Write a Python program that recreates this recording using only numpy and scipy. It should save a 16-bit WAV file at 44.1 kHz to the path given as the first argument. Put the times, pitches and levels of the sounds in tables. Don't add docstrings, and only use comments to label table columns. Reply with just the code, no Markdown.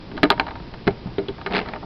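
import sys
import numpy as np
from scipy import signal
from scipy.fft import rfft, irfft, next_fast_len
from scipy.io import wavfile

SR = 44100
rng = np.random.default_rng(int(sys.argv[2]) if len(sys.argv) > 2 else 0)


def wrap_up_sound(samples):
    columns = np.atleast_2d(samples).T
    tamed = np.clip(columns, -1, 1)
    steps = np.round(tamed * 32767).astype(np.int16)
    wavfile.write(sys.argv[1], SR, steps)


N = 81585

AIR_SPECTRUM = [(25, -2.5), (60, 1), (150, -2.5), (330, -7.5), (600, -14.5), (900, -16.5), (1300, -21.5),
                (2500, -24.5), (4600, -26.5), (5500, -20), (6300, -34.5)]
RUB_ENVELOPE = [(.05, -96.5), (.12, -38), (.17, -33), (.22, -43), (.4, -37.5), (.55, -44.5), (.7, -42)]
RUB_SPECTRUM = [(40, -3.5), (130, -4.5), (340, -1.5), (450, -12), (900, -17.5), (1200, -36.5),
                (3000, -36.5), (5000, -58)]
TICKS = [(.115, -39.5, 0), (0.168, -40, 7), (.177, -28, 0.5), (0.378, -33, -1.5), (0.4667, -32, -0.5),
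         (0.481, -33, -1.5), (.487, -32.5, -0.5), (0.508, -31.5, -1), (0.555, -34.5, -1), (0.599, -42, -1),
         (0.7385, -35, 1), (1.070, -41, -8), (1.382, -41, -6.5), (1.4138, -34.5, 1), (1.651, -42.5, -4),
         (1.660, -33.5, -1), (1.676, -32.5, -3.5), (1.687, -31, 2), (1.76, -32, -3), (1.8269, -34, -6)]
TICK_SPECTRUM = [(130, -20), (350, -7), (950, 2.5), (1400, 1), (2100, -1.5), (3800, -7)]  # f/Hz, level/dB
CHINKS = [(1.183, -30.5, 3620), (1.284, -24, 3364)]
CHINK_MODES = [(.88, -2.5, 0.017), (1, -1, 0.023), (1.05, -6, 0.015)]
SCRAPE_ENVELOPE = [(1.485, -58), (1.51, -27), (1.535, -28.5), (1.547, -23), (1.568, -26), (1.59, -30),
                   (1.618, -30.5), (1.64, -39), (1.70, -40.5), (1.76, -37)]
SCRAPE_SPECTRUM = [(60, -38.5), (130, -29.5), (195, 4.5), (280, -9), (400, 0.5), (550, -9.5), (800, -5.5),
                   (1150, -16.5), (2150, -17), (3900, -28), (5500, -31)]
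SLIPS = [(1.5234, -29), (1.5352, -24.5), (1.5402, -27.5), (1.549, -21.5), (1.554, -22.5), (1.5558, -24.5),
         (1.5599, -20.5), (1.5658, -17.5), (1.5736, -26.5), (1.5802, -19.5), (1.5893, -21.5), (1.5904, -19),
         (1.6007, -30.5), (1.615, -32)]
SLIP_SPECTRUM = [(130, -14), (350, -4.5), (950, -5), (1500, 2), (2200, 4.5), (3800, -2)]  # f/Hz, level/dB
BOARD_MODES = [(102.5, -14, 0.19), (130.0, -11, 0.26), (186.6, 1.0, 0.11), (301.1, -4, 0.19),
               (332.6, -3.5, 0.094), (391.4, 0.3, 0.096), (469.0, -11.5, 0.17), (562, -13.5, 0.132),
               (628.3, 1, 0.074), (676.6, -0.95, 0.092)]
MOULD_MODES = [(772.7, -3, 0.12), (904.5, 0, 0.13), (944, -1, 0.052), (1079, -7.5, 0.061),
               (1227.4, -0.4, 0.058), (1347, -3.9, 0.036), (1434, -9, 0.1), (1563, 0, 0.033),
               (1749, -2.5, 0.054), (2027, -17.5, 0.074), (2164, -6, 0.067), (2318, -12, 0.1),
               (2538, -3.5, 0.029), (2947, -3.8, 0.037), (3270, -3.5, 0.04), (3566, -3.5, 0.03),
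               (4010, -1, 0.054), (4424, -9, 0.03)]
LINGERING_MODES = [(912, -30, 0.75), (947, -28.5, 1), (945, -43, 0.94)]
WEAK_MODE_DECAY = [(150, 0.3), (500, 0.12), (1200, 0.07), (2500, 0.038), (5000, 0.045)]
WEAK_MODE_SPECTRUM = [(100, -10), (300, -14.5), (700, -3), (1500, 7), (3000, -0.5), (5500, 1)]  # f/Hz, level/dB
CRACK_SPECTRUM = [(100, -20), (300, -10), (700, -7.5), (1500, 0), (3000, 3.5), (4700, 3), (6500, -40.5)]
BLOW_HZ = [160, 290, 400, 620, 850, 1250, 2100, 3200]
# t/s, level/dB at each of the eight BLOW_HZ, crack gain/dB, decay time factor
BLOWS = [(0.231, -26, -10, -14, -12, -27.5, -16.5, -13.5, -20.5, -15, 1.07),
         (0.2377, -32.5, -12, -9, -38, -35, -41, -19, -23, 0, 0.58),
         (0.2523, -30.5, -15.5, -22, -22.5, -28, -29.5, -33, -35, 8.5, 0.56),
         (0.3027, -30.5, -22.5, -15.5, -28.5, -11, -11.5, -21.5, -14.5, 2.5, 0.54),
         (.31, -40, -26, -18.5, -19, -19.5, -15.5, -34, -30.5, -4.5, 0.75),
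         (0.3185, -44, -35, -25.5, -45, -42.5, -33, -26, -29, 4, .4),
         (.325, -31, -24, -41, -22, -40.5, -49, -26.5, -41, 5, 0.83),
         (0.3975, -42, -22.5, -26, -27, -19.5, -23, -20.5, -27, 11.5, 0.87),
         (0.8694, -10, -10, -23.5, -36.5, -50, -31, -35.5, -34.5, 1, 0.6),
         (0.8748, -27.5, -11, -28, -44, -30.5, -24, -36, -29, -16, 0.27),
         (0.8765, -32.5, -40.5, -5, -18, -22, -24.5, -18, -26.5, -13, 0.72),
         (0.9071, -18, -48.5, -35, -41, -34.5, -61, -40, -44.5, -2, 0.49),
         (1.0589, -19, -27, -48, -42.5, -52, -62.5, -69, -70, -11.5, .68),
         (1.183, -28, -23.5, -13.5, -30, -42, -37, -33.5, -40.5, 5, 1.28),
         (1.2849, -42, -32, -21.5, -48, -34.5, -45, -41, -40, 1, 1.1),
         (1.2927, -22, -26, -21, -47, -50, -60, -66, -58.5, 3, 0.62),
         (1.462, -32, -36.5, -21.5, -33.5, -30, -27.5, -26, -34, -7, 1.11),
         (1.7356, -38.5, -50, -34, -34.5, -26, -37, -25.5, -45, 6, 0.62)]
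MIC_RESPONSE = [(20, 0.5), (4300, 1), (5000, -1.5), (5600, -16), (6000, -18.5), (6400, -68), (7000, -100)]  # f/Hz, level/dB
REFLECTION_RESPONSE = [(200, 15.5), (1000, 10.0), (4000, 1.5)]

AIR_DB, REFLECTION_T60_S, GRAINS_PER_S = -38.5, 0.16, 1900
ATTACK_S, BOARD_ATTACK_S = 0.0001, 0.0011
CRACK_HOLD_S, CRACK_T60_S = 0.0019, 0.0019
PREAMP_LIMIT, CLIP_LIMIT = 0.83, 0.76
KNEE_HARDNESS, LOWPASS_HZ = 3.4, 15500


def amp(db):
    return 10 ** (np.asarray(db) / 20)


def along(points, hz):
    f, values = np.transpose(points)
    return np.interp(np.log(hz + 1), np.log(f + 1), values)


def envelope(rows):
    s, db = np.transpose(rows)
    return amp(np.interp(np.arange(N) / SR, s, db, left=-120, right=-120))


def filtered(x, response):
    size = next_fast_len(N + SR // 2)
    return irfft(rfft(x, size) * response(np.fft.rfftfreq(size, 1 / SR)), size)[:N]


def coloured(x, spectrum):
    shaped = filtered(x, lambda hz: amp(along(spectrum, hz)))
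    return shaped / np.sqrt(np.mean(shaped ** 2) + 1e-20)


def add(track, s, sound):
    part = track[max(round(s * SR), 0):][:len(sound)]
    part += sound[:len(part)]


def ring(hz, gain, t60, phase, attack_s=ATTACK_S):
    t = np.arange(int(np.max(t60) * SR)) / SR
    waves = np.sin(2 * np.pi * hz[:, None] * t + phase[:, None])
    decays = np.exp(np.maximum(-np.log(1000) * t / t60[:, None], -20))
    return (gain @ (waves * decays)) * (1 - np.exp(-t / attack_s))


def air():
    return amp(AIR_DB) * coloured(rng.standard_normal(N), AIR_SPECTRUM)


def reflections(x):
    t = np.arange(SR // 2) / SR
    tail = rng.standard_normal(len(t)) * amp(-60 * t / REFLECTION_T60_S)
    reflected = signal.fftconvolve(x, tail / np.linalg.norm(tail))[:N]
    return amp(-23.5) * filtered(reflected, lambda hz: amp(along(REFLECTION_RESPONSE, hz)))


def rubbing():
    return coloured(rng.standard_normal(N), RUB_SPECTRUM) * envelope(RUB_ENVELOPE)


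def weak_modes(excitation, decay_factor, count=90):
    position = (np.arange(count) + rng.random(count)) / count
    hz = (10 + 68 * position) ** 2
    share = np.sqrt(200 / count / np.sqrt(hz))
    phase = rng.uniform(0, 2 * np.pi, count)
    gain = share * amp(along(excitation, hz) + along(WEAK_MODE_SPECTRUM, hz))
    return ring(hz, gain, along(WEAK_MODE_DECAY, hz) * decay_factor, phase)


def crack(excitation):
    t = np.arange(512) / SR
    hz = np.fft.rfftfreq(len(t), 1 / SR)
    pink = np.sqrt(hz[1] / (hz + hz[1])) * (hz > 0)
    gain = amp(along(excitation, hz) + along(CRACK_SPECTRUM, hz)) * pink
    burst = irfft(gain * np.exp(2j * np.pi * rng.random(len(hz)))) * len(t) / 2
    limit = 2.27 * burst.std()
    decay = amp(-60 * np.maximum(t - CRACK_HOLD_S, 0) / CRACK_T60_S)
    return limit * np.tanh(burst / limit) * decay * (1 - np.exp(-t / ATTACK_S))


def impact(excitation, crack_db, decay_factor):
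    out = np.zeros(SR // 4)
    for modes, phase_step, attack_s in [(BOARD_MODES, 0, BOARD_ATTACK_S), (MOULD_MODES, np.pi, ATTACK_S)]:
        hz, db, t60 = np.transpose(modes)
        scatter_db = rng.standard_normal(len(hz))
        gain = amp(db + along(excitation, hz) + scatter_db)
        add(out, 0, -ring(hz, gain, t60 * decay_factor, phase_step * np.arange(len(hz)), attack_s))
    add(out, 0, weak_modes(excitation, decay_factor))
    add(out, 0, amp(crack_db) * crack(excitation))
    return out


def ticks():
    out = np.zeros(N)
    for s, db, tilt in TICKS:
        excitation = [(hz, band_db + tilt * np.log2(hz / 1400)) for hz, band_db in TICK_SPECTRUM]
        add(out, s, amp(db) * impact(excitation, crack_db=-4, decay_factor=0.72))
    return amp(-4.5) * out


def chinks():
    out = np.zeros(N)
    ratio, mode_db, t60 = np.transpose(CHINK_MODES)
    for s, db, hz in CHINKS:
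        phase = rng.uniform(0, 2 * np.pi, len(ratio))
        add(out, s, ring(hz * ratio, amp(db + mode_db), t60, phase))
    return out


def scrape():
    grains = (rng.random(N) < GRAINS_PER_S / SR) * rng.choice([-1, 1], N)
    out = coloured(grains, SCRAPE_SPECTRUM) * envelope(SCRAPE_ENVELOPE)
    for s, db in SLIPS:
        add(out, s, amp(db - 5.5) * impact(SLIP_SPECTRUM, crack_db=2, decay_factor=0.37))
    return out


def lingering_ring():
    out = np.zeros(N)
    hz, db, t60 = np.transpose(LINGERING_MODES)
    for s, *band_db, _, _ in BLOWS:
        gain = amp(db + along(list(zip(BLOW_HZ, band_db)), hz))
        add(out, s, ring(hz, gain, t60, rng.uniform(0, 2 * np.pi, len(hz))))
    return out


def blows():
    out = np.zeros(N)
    for s, *band_db, crack_db, decay_factor in BLOWS:
        add(out, s, impact(list(zip(BLOW_HZ, band_db)), crack_db, decay_factor))
    return out


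def scene():
    direct = blows() + lingering_ring() + chinks() + ticks() + scrape() + rubbing()
    return (direct + reflections(direct) + air())[None]


def record(dry):
    rounded = dry[0] / (1 + np.abs(dry[0] / PREAMP_LIMIT) ** KNEE_HARDNESS) ** (1 / KNEE_HARDNESS)
    narrowed = filtered(rounded, lambda hz: amp(along(MIC_RESPONSE, hz)))
    clipped = np.clip(narrowed, -CLIP_LIMIT, CLIP_LIMIT)
    return filtered(clipped, lambda hz: 1 / np.sqrt(1 + (hz / LOWPASS_HZ) ** 60))[None]


dry = scene()
out = record(dry)
wrap_up_sound(out)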